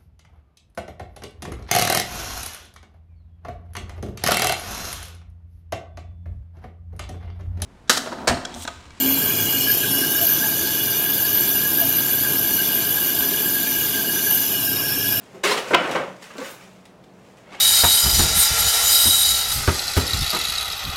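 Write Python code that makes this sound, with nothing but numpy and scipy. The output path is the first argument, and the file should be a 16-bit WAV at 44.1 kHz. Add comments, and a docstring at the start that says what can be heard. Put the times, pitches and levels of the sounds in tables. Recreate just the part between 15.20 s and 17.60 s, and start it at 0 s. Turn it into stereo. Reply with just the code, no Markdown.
"""Knife and drywall in a garage

A utility knife rips the paper backing of a folded piece of drywall: dense fibre impulses shake the sheet.
The freed piece slaps onto the stack and skids: short contact bursts drive board modes, edge catches add grit.
Gloved hands slide the pieces together and a shoe scuffs: swelling grains of friction, over noise and low hum.
Varying reflection paths form the room; a limiter ducks after the slap and recovers slowly."""
import sys
import numpy as np
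from scipy import signal
from scipy.fft import rfft, irfft, next_fast_len
from scipy.io import wavfile

SR = 44100
rng = np.random.default_rng(int(sys.argv[2]) if len(sys.argv) > 2 else 0)


def master_out(mix):
    """Clip the mix to full scale and print it as 16-bit PCM to the path in sys.argv[1]."""
    frames = np.transpose(np.atleast_2d(mix))
    ceiling = np.clip(frames, -1, 1)
    pcm = np.round(ceiling * 32767).astype(np.int16)
    wavfile.write(sys.argv[1], SR, pcm)


N = 105840
TIME = np.arange(N) / SR
PADDED = next_fast_len(N + SR // 2, True)  # FFT length that also holds the room tail
GRIT_PER_S, GRIT_SPREAD_DB = 3300, 4
# Jolts of the board and knocks of board on board: (time [s], force level [dB], force cutoff [Hz],
# clatter decay [s], ring frequency [Hz], ring level [dB])
BOARD_KNOCKS = [(.146, -35.5, 333, 0.032, 377, -31), (.2378, -24, 5000, 0.0024, 402, -19),
                (.314, -29, 1203, 0.0095, 1024, -10.5), (.508, -18, 790, 0.0073, 616, -14.5),
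                (.5225, -25, 660, 0.0032, 460, -18), (0.5353, -11, 2290, 0.0054, 352.3, -9),
                (.5465, -5, 3280, 0.0026, 1016, 1.5), (.752, -18, 1400, 0.0045, 584, -11.5),
                (.797, -28, 1100, 0.0027, 518, -19.5), (.809, -38, 700, 0.027, 574, -15.5),
                (1.104, -38.5, 2400, .014, 564, -54), (1.155, -35, 657, 0.0055, 636, -34.5),
                (1.181, -30, 695, 0.029, 276, -27), (1.213, -35.5, 1100, 0.015, 526, -24),
                (1.2555, -37, 2800, 0.0021, 525, -32), (2.275, -56, 1180, 0.0041, 601, -37)]


def from_db(db):
    """Amplitude ratio: a level of 20 dB is a factor of ten."""
    return 10 ** (np.asarray(db) / 20)


def rms_one(x):
    """Normalization: scale a signal to unit root-mean-square value."""
    return x / np.sqrt(np.mean(x ** 2) + 1e-20)


def at_hz(points, hz):
    """Logarithmic frequency scale: interpolate a table along it."""
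    table_hz, values = np.transpose(points)
    return np.interp(np.log(np.maximum(hz, 1)), np.log(table_hz), values)


def colour(x, points, modes=()):
    """Minimum-phase filtering: a causal response from a magnitude spectrum, raised at resonant modes."""
    size = 2 * N
    hz = np.arange(N + 1) * SR / size
    power = 1
    for mode_hz, db, t60 in modes:
        detuning = (hz - mode_hz) * 2 * np.pi * t60 / np.log(1000)
        power = power + from_db(db) ** 2 / (1 + detuning ** 2)
    magnitude = rms_one(from_db(at_hz(points, hz)) * np.sqrt(power))
    # Folding the cepstrum onto positive times makes the filter causal
    cepstrum = irfft(np.log(magnitude))
    cepstrum[1:N] *= 2
    cepstrum[N + 1:] = 0
    response = np.exp(rfft(cepstrum))
    return irfft(rfft(x, size) * response)[..., :N]


def grains(per_s, spread_db):
    """Random impulse train: independent clicks of either sign and uneven size, rms 1."""
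    sizes = from_db(spread_db * np.minimum(rng.exponential(1, N), 4))
    signs = rng.choice([-1, 1], N)
    present = rng.random(N) < per_s / SR
    return rms_one(sizes * signs * present)


def swells(rows):
    """Exponential growth and decay: strokes rise to a peak, fall away and add in power."""
    power = 0
    for peak_s, db, rise, fall in rows:
        decay = np.maximum((peak_s - TIME) / rise, (TIME - peak_s) / fall)
        power = power + (from_db(db) * np.exp(-decay)) ** 2
    return np.sqrt(power)


def stereo(mid, side):
    """Sum and difference: left is mid plus side, right is mid minus side."""
    return np.array([mid + side, mid - side])


def knife(room):
    """Fracture noise: paper fibres part one after another and excite the resonance of the held sheet."""
    # Pull of the blade through the paper: (time [s], level [dB])
    blade_pull = [(0.2328, -42), (0.238, -17.5), (0.258, -20.5), (.279, -23.5), (0.301, -24.5),
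                  (0.319, -19.5), (0.344, -31.5), (0.364, -38), (0.377, -23.5), (0.399, -36), (.44, -75)]
    # Spectrum of the torn paper: (frequency [Hz], level [dB])
    paper_spectrum = [(60, -33), (170, -10.5), (280, -5), (420, 0), (800, -1.5), (1300, -0.5), (3000, -4),
                      (8000, -15.5), (12000, -23), (16000, -29.5)]
    # Mode of the held sheet: (frequency [Hz], added level [dB], T60 [s])
    sheet_modes = [(420, 7, 0.12)]
    s, db = np.transpose(blade_pull)
    pull = from_db(np.interp(TIME, s, db)) * (TIME > s[0]) * (TIME < s[-1])
    fibres = grains(per_s=12000, spread_db=1.5)
    return colour(garage(pull * fibres, room), paper_spectrum, sheet_modes)


def knocks(room):
    """Impact excitation: a push and a clatter of contacts, low-passed per knock, drive the board's modes."""
    # Spectrum of the struck board: (frequency [Hz], level [dB])
    board_spectrum = [(30, -29), (90, -31), (150, -9), (260, -6), (440, -3), (620, 1.5), (800, -7),
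                      (1150, -0.5), (1600, -3.5), (2900, -3.5), (4500, -10), (8000, -20), (16000, -24)]
    # Modes of the board: (frequency [Hz], added level [dB], T60 [s])
    board_modes = [(532, 5, 0.06), (1208, 3, 0.27), (1524, 7.5, 0.033)]
    clatter_rise_s, push_share = 0.0028, 0.39
    force = np.zeros(N)
    contacts = grains(per_s=5000, spread_db=-1)
    span = SR // 10
    t = TIME[:span]
    for s, db, cutoff_hz, decay_s, _, _ in BOARD_KNOCKS:
        i = int(s * SR)
        envelope = np.exp(-t / decay_s) * (1 - np.exp(-t / clatter_rise_s))
        burst = rms_one(contacts[i:i + span] * envelope)
        burst[0] += push_share * np.sqrt(span)  # the push is a single impulse
        lowpass = signal.butter(2, cutoff_hz, fs=SR, output="sos")
        force[i:i + span] += from_db(db - 19) * rms_one(signal.sosfilt(lowpass, burst))
    return colour(garage(force, room), board_spectrum, board_modes)


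def flexing(room):
    """Damped bending vibration: each knock rings at a pitch set by where the board is held and struck."""
    decay_cycles, rise_cycles = 8.6, 1.7
    out = np.zeros(N)
    t = TIME[:SR // 4]
    for s, _, _, _, hz, db in BOARD_KNOCKS:
        i = int(s * SR)
        cycles = hz * t
        envelope = np.exp(-cycles / decay_cycles) * (1 - np.exp(-cycles / rise_cycles))
        ring = np.sin(2 * np.pi * cycles) * envelope
        out[i:i + len(t)] += from_db(db) * ring[:N - i]
    return garage(out, room, wet_db=-8.5)


def crack():
    """Direct impulsive sound: flat faces meet in a very short noise burst, without reflections."""
    # Closing of the slap: (peak time [s], level [dB], rise [s], fall [s])
    closing = [(.5487, -2.5, 0.0019, 0.00092)]
    # Spectrum of the crack: (frequency [Hz], level [dB])
    crack_spectrum = [(900, -15.5), (3200, 4.5), (5300, -12), (16000, -28)]
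    mid, side = swells(closing) * rng.standard_normal((2, N))
    return colour(stereo(mid, from_db(-9.5) * side), crack_spectrum)


def skid(room):
    """Stick-slip friction: the fallen piece's rough edge catches and slips on the grit."""
    # Skids of the edge: (peak time [s], level [dB], rise [s], fall [s])
    edge_skids = [(.60, -23.5, 0.047, 0.061), (.70, -23.5, 0.13, 0.031), (.762, -19, 0.023, 0.02)]
    # Spectrum of the skidding edge: (frequency [Hz], level [dB])
    skid_spectrum = [(80, -19.5), (160, -2.5), (260, -0.5), (380, 4.5), (590, 5.5), (800, 2), (2000, -3.5),
                     (2600, -6), (4800, -24), (16000, -57)]
    catches = grains(per_s=900, spread_db=GRIT_SPREAD_DB)
    return colour(garage(swells(edge_skids) * catches, room), skid_spectrum)


def handling(room):
    """Friction and impact: dusty paper faces slide as grains; crumbs and knife handle click as noise bursts."""
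    # Paper faces sliding under the gloves: (peak time [s], level [dB], rise [s], fall [s])
    paper_slides = [(.03, -54, 0.11, 0.065), (.165, -52, 0.052, 0.03), (.505, -36, 0.055, 0.18),
                    (.765, -35.5, 0.14, 0.0067), (1.024, -41.5, 0.01, 0.041), (1.255, -38, 0.078, 0.049),
                    (1.415, -51.5, 0.09, 0.13), (2.10, -59, 0.16, 0.056), (2.17, -56.5, 0.0068, 0.057)]
    # Spectrum of the sliding paper: (frequency [Hz], level [dB])
    slide_spectrum = [(100, -21), (500, 1), (2500, 0), (4500, -7), (7000, -7), (10000, -16), (16000, -24)]
    # Clicks of crumbs and knife handle: (peak time [s], level [dB], fall [s])
    small_clicks = [(0.712, -26.5, 0.012), (1.182, -29, 0.002), (1.654, -44, 0.008), (1.839, -51.5, 0.0071)]
    # Spectrum of the clicks: (frequency [Hz], level [dB])
    click_spectrum = [(1200, 1.5), (3000, 8.5), (7500, -2), (16000, -16.5)]
    slides = swells(paper_slides) * grains(GRIT_PER_S, GRIT_SPREAD_DB)
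    click_strokes = [(s, db, 1 / SR, fall) for s, db, fall in small_clicks]
    clicks = swells(click_strokes) * rng.standard_normal(N)
    sliding_sound = colour(garage(slides, room), slide_spectrum)
    return sliding_sound + colour(garage(clicks, room, wet_db=-3), click_spectrum)


def glove(room):
    """High-passed friction: a rubber glove slips on the paper with a thin, gritty hiss."""
    # Rubs of the glove: (peak time [s], level [dB], rise [s], fall [s])
    rubs = [(1.318, -43, 0.054, 0.014)]
    grit = swells(rubs) * grains(GRIT_PER_S, GRIT_SPREAD_DB)
    highpass = signal.butter(2, 6460, "high", fs=SR, output="sos")
    return signal.sosfilt(highpass, garage(grit, room))


def shoe(room):
    """Resonant friction: grit rolls under a sole on concrete and rasps at its own pitch in each drag."""
    # Drags of the sole: (peak time [s], level [dB], rise [s], fall [s], rasp frequency [Hz])
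    sole_drags = [(2.35, -38.5, 0.036, 0.016, 2160), (2.397, -40, 0.012, 0.021, 3120)]
    # Spectrum of the scuff: (frequency [Hz], level [dB])
    scuff_spectrum = [(60, -6.5), (200, -1), (700, 4.5), (2600, -1), (4500, -10), (7500, -18.5),
                      (16000, -37)]
    rasp_db, rasp_q = 3.5, 25
    out = 0
    for *stroke, hz in sole_drags:
        drag = swells([stroke]) * grains(GRIT_PER_S, GRIT_SPREAD_DB)
        rasp = signal.lfilter(*signal.iirpeak(hz, rasp_q, fs=SR), drag)
        out = out + drag + from_db(rasp_db) * rasp
    return colour(garage(out, room), scuff_spectrum)


def room_response():
    """Early reflections and diffuse reverberation: noise decays at a rate of its own in each band."""
    # Reverberation time of the tail: (frequency [Hz], T60 [s])
    tail_t60 = [(600, 0.47), (8000, 0.32)]
    # Stereo width: (frequency [Hz], side level relative to mid [dB])
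    side_level = [(60, 2), (250, -11.5), (500, -11.5), (1000, -8.5), (2200, -3), (5000, -1)]
    delay_s, build_s, early_db, early_fall_s = 0.0027, 0.0026, -0.5, 0.0044
    size = SR // 2
    t = TIME[:size]
    edges = 62 * 2 ** np.arange(0, 8.5, 2 / 3)  # Hz, bands two-thirds of an octave wide
    white = rng.standard_normal((2, 2, size))
    build = 1 - np.exp(-np.maximum(t - delay_s, 0) / build_s)
    early = from_db(early_db) * rms_one(np.exp(-t / early_fall_s))
    response = 0
    for k, (low, high) in enumerate(zip(edges, edges[1:])):
        hz = np.sqrt(low * high)
        tail = rms_one(build * np.exp(-np.log(1000) * t / at_hz(tail_t60, hz)))
        shape = np.hypot(early, tail)
        bandpass = signal.butter(2, [low, high], "band", fs=SR, output="sos")
        # Neighbouring bands use different noise
        mid, side = signal.sosfilt(bandpass, white[k % 2] * shape)
        side_gain = from_db(at_hz(side_level, hz))
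        # Energy in proportion to bandwidth
        gain = np.sqrt(2 * (high - low) * np.mean(shape ** 2) / (SR * size))
        response = response + gain * stereo(rms_one(mid), side_gain * rms_one(side))
    return response


def garage(x, room, wet_db=0):
    """Superposition of reflection paths: sound leaves from ever-changing spots, each with its own response."""
    steps = np.arange(0, N / SR + 1, 1 / 100)  # new random shares 100 times a second
    targets = rng.standard_normal((len(steps), len(room)))
    shares = np.array([np.interp(TIME, steps, row) for row in targets.T])
    shares /= np.sqrt(np.sum(shares ** 2, axis=0))  # constant total power
    spots = rfft((x * shares).astype(np.float32), PADDED)
    paths = np.einsum("kf,kcf->cf", spots, room)  # sum over spots k, for each channel c
    return x + from_db(wet_db) * irfft(paths)[:, :N]


def background():
    """Stationary noise: soft room noise and a narrow resonance that makes a wavering low hum."""
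    # Spectrum of the garage air: (frequency [Hz], level [dB])
    air_spectrum = [(25, -51), (55, -12), (90, -15), (125, -4.5), (185, -7.5), (600, -8), (1600, -22),
                    (7000, -38), (16000, -47.5)]
    hum_hz, hum_width_hz = 185.6, 12.6
    mid, side, drive = rng.standard_normal((3, N))
    air = colour(stereo(mid, side), air_spectrum)
    hum = signal.lfilter(*signal.iirpeak(hum_hz, hum_hz / hum_width_hz, fs=SR), drive)
    lowpass = signal.butter(2, 2 * hum_hz, fs=SR, output="sos")
    hum = rms_one(signal.sosfilt(lowpass, hum))
    return from_db(-50.5) * air + from_db(-53.5) * hum


def scene(count=10):
    """Linear superposition: the work, slightly louder on the left, adds to the background."""
    responses = [room_response() for _ in range(count)]
    room = rfft(np.array(responses, np.float32), PADDED)
    board = knocks(room) + flexing(room) + crack() + skid(room)
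    work = from_db(-1) * (knife(room) + board + handling(room) + glove(room) + shoe(room))
    pan_db = 0.37
    return work * from_db([[pan_db], [-pan_db]]) + background()


def record(dry):
    """Dynamic compression: peaks are ducked with slow recovery, then softly clipped and low-passed."""
    limit_db, release_db_per_s, attack_s, ceiling = 1, 15, 0.0052, .74
    peak_db = 20 * np.log10(np.abs(dry).max(axis=0) + 1e-9)
    over = np.maximum(peak_db - limit_db, 0)
    # Hold each excess while it falls at the release rate
    release = release_db_per_s * TIME
    held = np.maximum.accumulate(over + release) - release
    r = np.exp(-1 / (attack_s * SR))
    reduction_db = signal.lfilter([1 - r], [1, -r], held)
    ducked = dry * from_db(-reduction_db)
    clipped = ceiling * np.tanh(ducked / ceiling)
    lowpass = signal.ellip(12, .1, 90, 15900, fs=SR, output="sos")  # .1 dB ripple, 90 dB stopband
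    return signal.sosfilt(lowpass, clipped)


dry = scene()
out = record(dry)
master_out(out)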